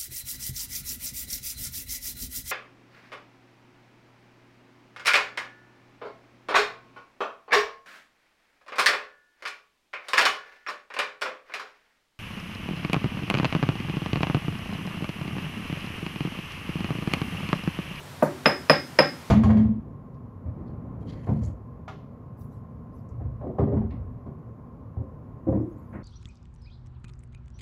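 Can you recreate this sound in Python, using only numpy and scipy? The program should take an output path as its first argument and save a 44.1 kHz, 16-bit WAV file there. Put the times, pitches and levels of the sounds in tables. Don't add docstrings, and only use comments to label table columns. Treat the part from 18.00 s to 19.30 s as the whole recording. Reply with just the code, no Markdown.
import sys
import numpy as np
from scipy import signal
from scipy.fft import rfft, irfft
from scipy.io import wavfile
from scipy.ndimage import uniform_filter1d

SR = 44100
rng = np.random.default_rng(int(sys.argv[2]) if len(sys.argv) > 2 else 0)


def wav_out(sig):
    wavfile.write(sys.argv[1], SR, np.round(np.clip(np.atleast_2d(sig).T, -1, 1) * 32767).astype(np.int16))


def volts_from_decibels(level):
    exponent = np.asarray(level, float) / 20
    return 10 ** exponent


N = 57330
BLOW_SAMPLES = 8000


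def evened(x):
    return x / np.sqrt(np.mean(x ** 2) + 1e-20)


def read(points, hz):
    f, value = np.transpose(points)
    return np.interp(np.log(hz + 1), np.log(f + 1), value)


def add(mix, s, sound):
    part = mix[round(s * SR):][:len(sound)]
    part += sound[:len(part)]


def colour(x, points):
    gain = volts_from_decibels(read(points, np.fft.rfftfreq(len(x), 1 / SR)))
    return irfft(rfft(x) * gain, len(x))


def hiss():
    # (frequency [Hz], density [dB per Hz])
    hiss_spectrum = [(15, -52), (25, -7.5), (65, 6.5), (259, -8.5), (378, -7), (687, -8), (979, -7.5),
                     (13300, -27.5), (16500, -37)]
    frames = N // 256 + 5
    hz = np.fft.rfftfreq(1024, 1 / SR)
    real, imag, patches = rng.standard_normal((frames, 513, 3)).T
    patches = uniform_filter1d(patches, size=12, axis=0)
    patches_db = evened(uniform_filter1d(patches, size=12, axis=1))
    z = (real + 1j * imag) * volts_from_decibels(read(hiss_spectrum, hz)[:, None] + patches_db)
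    return volts_from_decibels(-44) * evened(signal.istft(z, nperseg=1024, noverlap=768)[1][:N])


def hum():
    # (frequency [Hz], bandwidth [Hz], level [dB])
    hum_bands = [(80.6, 8.6, -49), (150, 52, -50), (241.7, 34, -55.5)]
    f = np.fft.rfftfreq(N, 1 / SR)
    out = np.zeros(N)
    for mid_hz, width_hz, db in hum_bands:
        resonance = 1 / (1 + (2 * (f - mid_hz) / width_hz) ** 2)
        out += volts_from_decibels(db) * evened(irfft(rfft(rng.standard_normal(N)) * resonance, N))
    return out


def contact_push(force_db, contact_ms):
    u = np.arange(300) / SR * 1000 / contact_ms
    push = u ** 11 * np.exp(-u * 6 * np.pi)
    return volts_from_decibels(force_db) * push / push.sum()


def ring(modes, spot):
    t = np.arange(BLOW_SAMPLES) / SR
    hz, db, t60 = np.transpose(modes)[:, :, None]
    spot_db = spot[:len(modes), None]
    swell = 1 - np.exp(-t * hz / 0.8)
    decay = volts_from_decibels(db + spot_db - 60 * t / t60)
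    return (swell * decay * np.sin(2 * np.pi * hz * t)).sum(0)


def wood_thump(counter_db, spot):
    # (frequency [Hz], level [dB], t60 [s])
    board = [(224.3, -8, 0.064), (303.6, -8.5, 0.057), (401, -6, 0.09), (464, -6, .06), (555, -19, 0.023),
             (564.3, 5, 0.028), (601, -3, 0.095), (760, -5, 0.014), (902, -5.5, 0.053), (1240, 4, 0.017)]
    # (frequency [Hz], level [dB], t60 [s])
    seat = [(1570, 4, 0.019), (1760, -2, 0.03), (1892, 4, .016), (2426, 1, 0.024), (2560, 8, 0.0064),
            (3130, -59, 0.034), (3325, -6, 0.036), (3770, -26, 0.01)]
    # (frequency [Hz], level [dB], t60 [s])
    cabinet = [(148, -7.5, 0.15)]
    # (frequency [Hz], level [dB], t60 [s])
    bend = [(195.4, -20.5, 0.26), (216.4, -12, 0.15)]
    wood = volts_from_decibels(0.5) * ring(board, spot[0]) + volts_from_decibels(-1) * ring(seat, spot[1])
    return wood + volts_from_decibels(counter_db) * ring(cabinet, spot[0]) + volts_from_decibels(-counter_db) * ring(bend, spot[1])


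def bowl_ring(spot):
    # (frequency [Hz], level [dB], t60 [s])
    bowl = [(5066, -2, 0.13), (5119, 1.5, 0.17), (4960, -8.5, 0.15), (5500, -40, 0.012),
            (10030, -26.5, 0.059), (10470, -17.5, 0.032), (13250, -48, .08)]
    return volts_from_decibels(-9.5) * ring(bowl, spot[2])


def causal(points):
    log_gain = np.log(volts_from_decibels(read(points, abs(np.fft.fftfreq(4096, 1 / SR)))))
    return np.fft.ifft(np.exp(np.conj(signal.hilbert(log_gain)))).real[:2048]


def crack_and_snap(grit):
    # (frequency [Hz], level [dB])
    crack_spectrum = [(100, -7), (300, 3.5), (600, 7.5), (1100, 0.5), (2200, 1.5), (3500, -8.5),
                      (4600, -12), (7000, -39)]
    crack_db, crack_t60, rise_s = 2.5, 0.033, 0.00015
    t = np.arange(BLOW_SAMPLES) / SR
    fade = np.minimum(t / rise_s, 1) * volts_from_decibels(crack_db - 60 * t / crack_t60)
    crack = fade * evened(colour(grit, crack_spectrum))
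    snap = volts_from_decibels(26.5) * np.pad(causal(crack_spectrum), (0, BLOW_SAMPLES - 2048))
    return crack, snap


def blow(force_db, contact_ms, bowl_db, counter_db, spot, grit):
    push = contact_push(force_db, contact_ms)
    sources = [wood_thump(counter_db, spot), *crack_and_snap(grit)]
    wood, crack, snap = signal.fftconvolve(sources, push[None], axes=1)[:, :BLOW_SAMPLES]
    bowl = volts_from_decibels(force_db + bowl_db) * bowl_ring(spot)
    near = wood + crack + bowl
    far = volts_from_decibels(-14) * wood + snap + volts_from_decibels(-7) * bowl
    return near, far


def leaves():
    # (time [s], level [dB])
    crumbling = [
        (0.225, -41),
        (0.461, -39),
        (0.701, -39),
        (.991, -41.5),
    ]
    # (frequency [Hz], level [dB])
    leaf_spectrum = [(3000, -6.5), (6000, 0), (9000, -3), (11000, 3.5), (14000, -4), (16000, -9)]
    crumbs_per_s, spread_db, crunch_t60, rise_s = 7000, 2.7, 0.093, 0.0036
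    size = volts_from_decibels(spread_db * rng.exponential(1, N))
    sign = rng.choice([-1., 1.], N)
    crumbs = size * sign * (rng.random(N) < crumbs_per_s / SR)
    level = np.zeros(N)
    t = np.arange(6000) / SR
    for s, db in crumbling:
        add(level, s, np.minimum(t / rise_s, 1) * volts_from_decibels(db - 60 * t / crunch_t60))
    return level * evened(colour(crumbs, leaf_spectrum))


def early_reflections():
    # (delay [s], level [dB])
    walls = [(.0028, -20), (.0043, -6.5), (.0062, -11.5), (.009, -48.5), (0.0116, -14.5)]
    early = np.zeros(1000)
    early[0] = 1
    for s, db in walls:
        early[round(s * SR)] += volts_from_decibels(db)
    return early


def reverberation():
    # (frequency [Hz], t60 [s])
    decay_times = [(100, 0.16), (250, 0.5), (600, 0.18), (1500, 0.29), (3000, 0.27), (5000, 0.29),
                   (10000, 0.087)]
    # (frequency [Hz], room level [dB])
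    room_spectrum = [(100, 4), (300, -2.5), (1000, 1.5), (3000, -2.5), (5000, -1), (12000, -3)]
    even_hz, build_s, start, spacing = 32, 0.007, 360, 20
    taps = np.zeros(SR // 2)
    at = np.arange(start, len(taps) - spacing, spacing)
    taps[at + rng.integers(0, spacing, len(at))] = rng.choice([-1., 1.], len(at))
    hz, t, z = signal.stft(taps, SR, nperseg=256)
    fade = volts_from_decibels(-60 * t / read(decay_times, hz)[:, None])
    fade = fade / np.linalg.norm(fade, axis=1)[:, None]
    tail = signal.istft(z * fade, SR, nperseg=256)[1]
    z = rfft(tail)
    width = max(round(even_hz * len(tail) / SR), 1)
    z = z / np.sqrt(uniform_filter1d(abs(z) ** 2, size=width) + 1e-12)
    i = np.arange(len(tail))
    build = np.clip((i - start) / SR / build_s, 0, 1)
    tail = irfft(z, len(tail)) * build * (i < 0.45 * SR)
    return colour(tail / np.linalg.norm(tail), room_spectrum)


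def kitchen(near, far):
    return signal.fftconvolve(near, early_reflections())[:N] + signal.fftconvolve(far, reverberation())[:N]


def scene():
    # (time [s], force [dB], contact [ms], bowl level [dB], counter level [dB])
    blows = [(0.2233, -12, .85, -47, -6.5), (.2261, -15, 1.54, -41, 5), (.455, -37, 0.23, -21, 5),
             (.4583, -9.5, 0.26, -3, -2), (.462, -30.5, 0.24, 14, 17.5), (.6974, -10, 0.18, 3, 6.5),
             (.701, -16, 0.36, -33, 5), (.986, -38.5, 0.16, 0, -29.5), (.9886, -11, 0.21, 3.5, -2),
             (.9922, -12, 0.47, -35, 5), (0.6885, -46, 0.12, 5, -4)]
    spots = np.clip(rng.standard_normal((len(blows), 3, 14)), -2, 2)
    grits = rng.standard_normal((len(blows), BLOW_SAMPLES))
    near = leaves()
    far = near.copy()
    for (s, *how), spot, grit in zip(blows, spots, grits):
        direct, spread = blow(*how, spot, grit)
        add(near, s, direct)
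        add(far, s, spread)
    return (kitchen(near, far) + hiss() + hum())[None]


def roll_off(x):
    return signal.sosfilt(signal.butter(12, 16810, fs=SR, output="sos"), x)


def record(dry):
    low_cut_hz, limit_db, edge_hz = 91, 1.8, 15700
    thin = signal.sosfilt(signal.butter(4, low_cut_hz, "high", fs=SR, output="sos"), dry)
    soft = thin / (1 + (thin / volts_from_decibels(limit_db)) ** 4) ** 0.25
    low_pass = signal.firwin(511, edge_hz, window=("kaiser", 9), fs=SR)
    mix = signal.oaconvolve(soft, low_pass[None], "same")
    return roll_off(mix)


dry = scene()
out = record(dry)
wav_out(out)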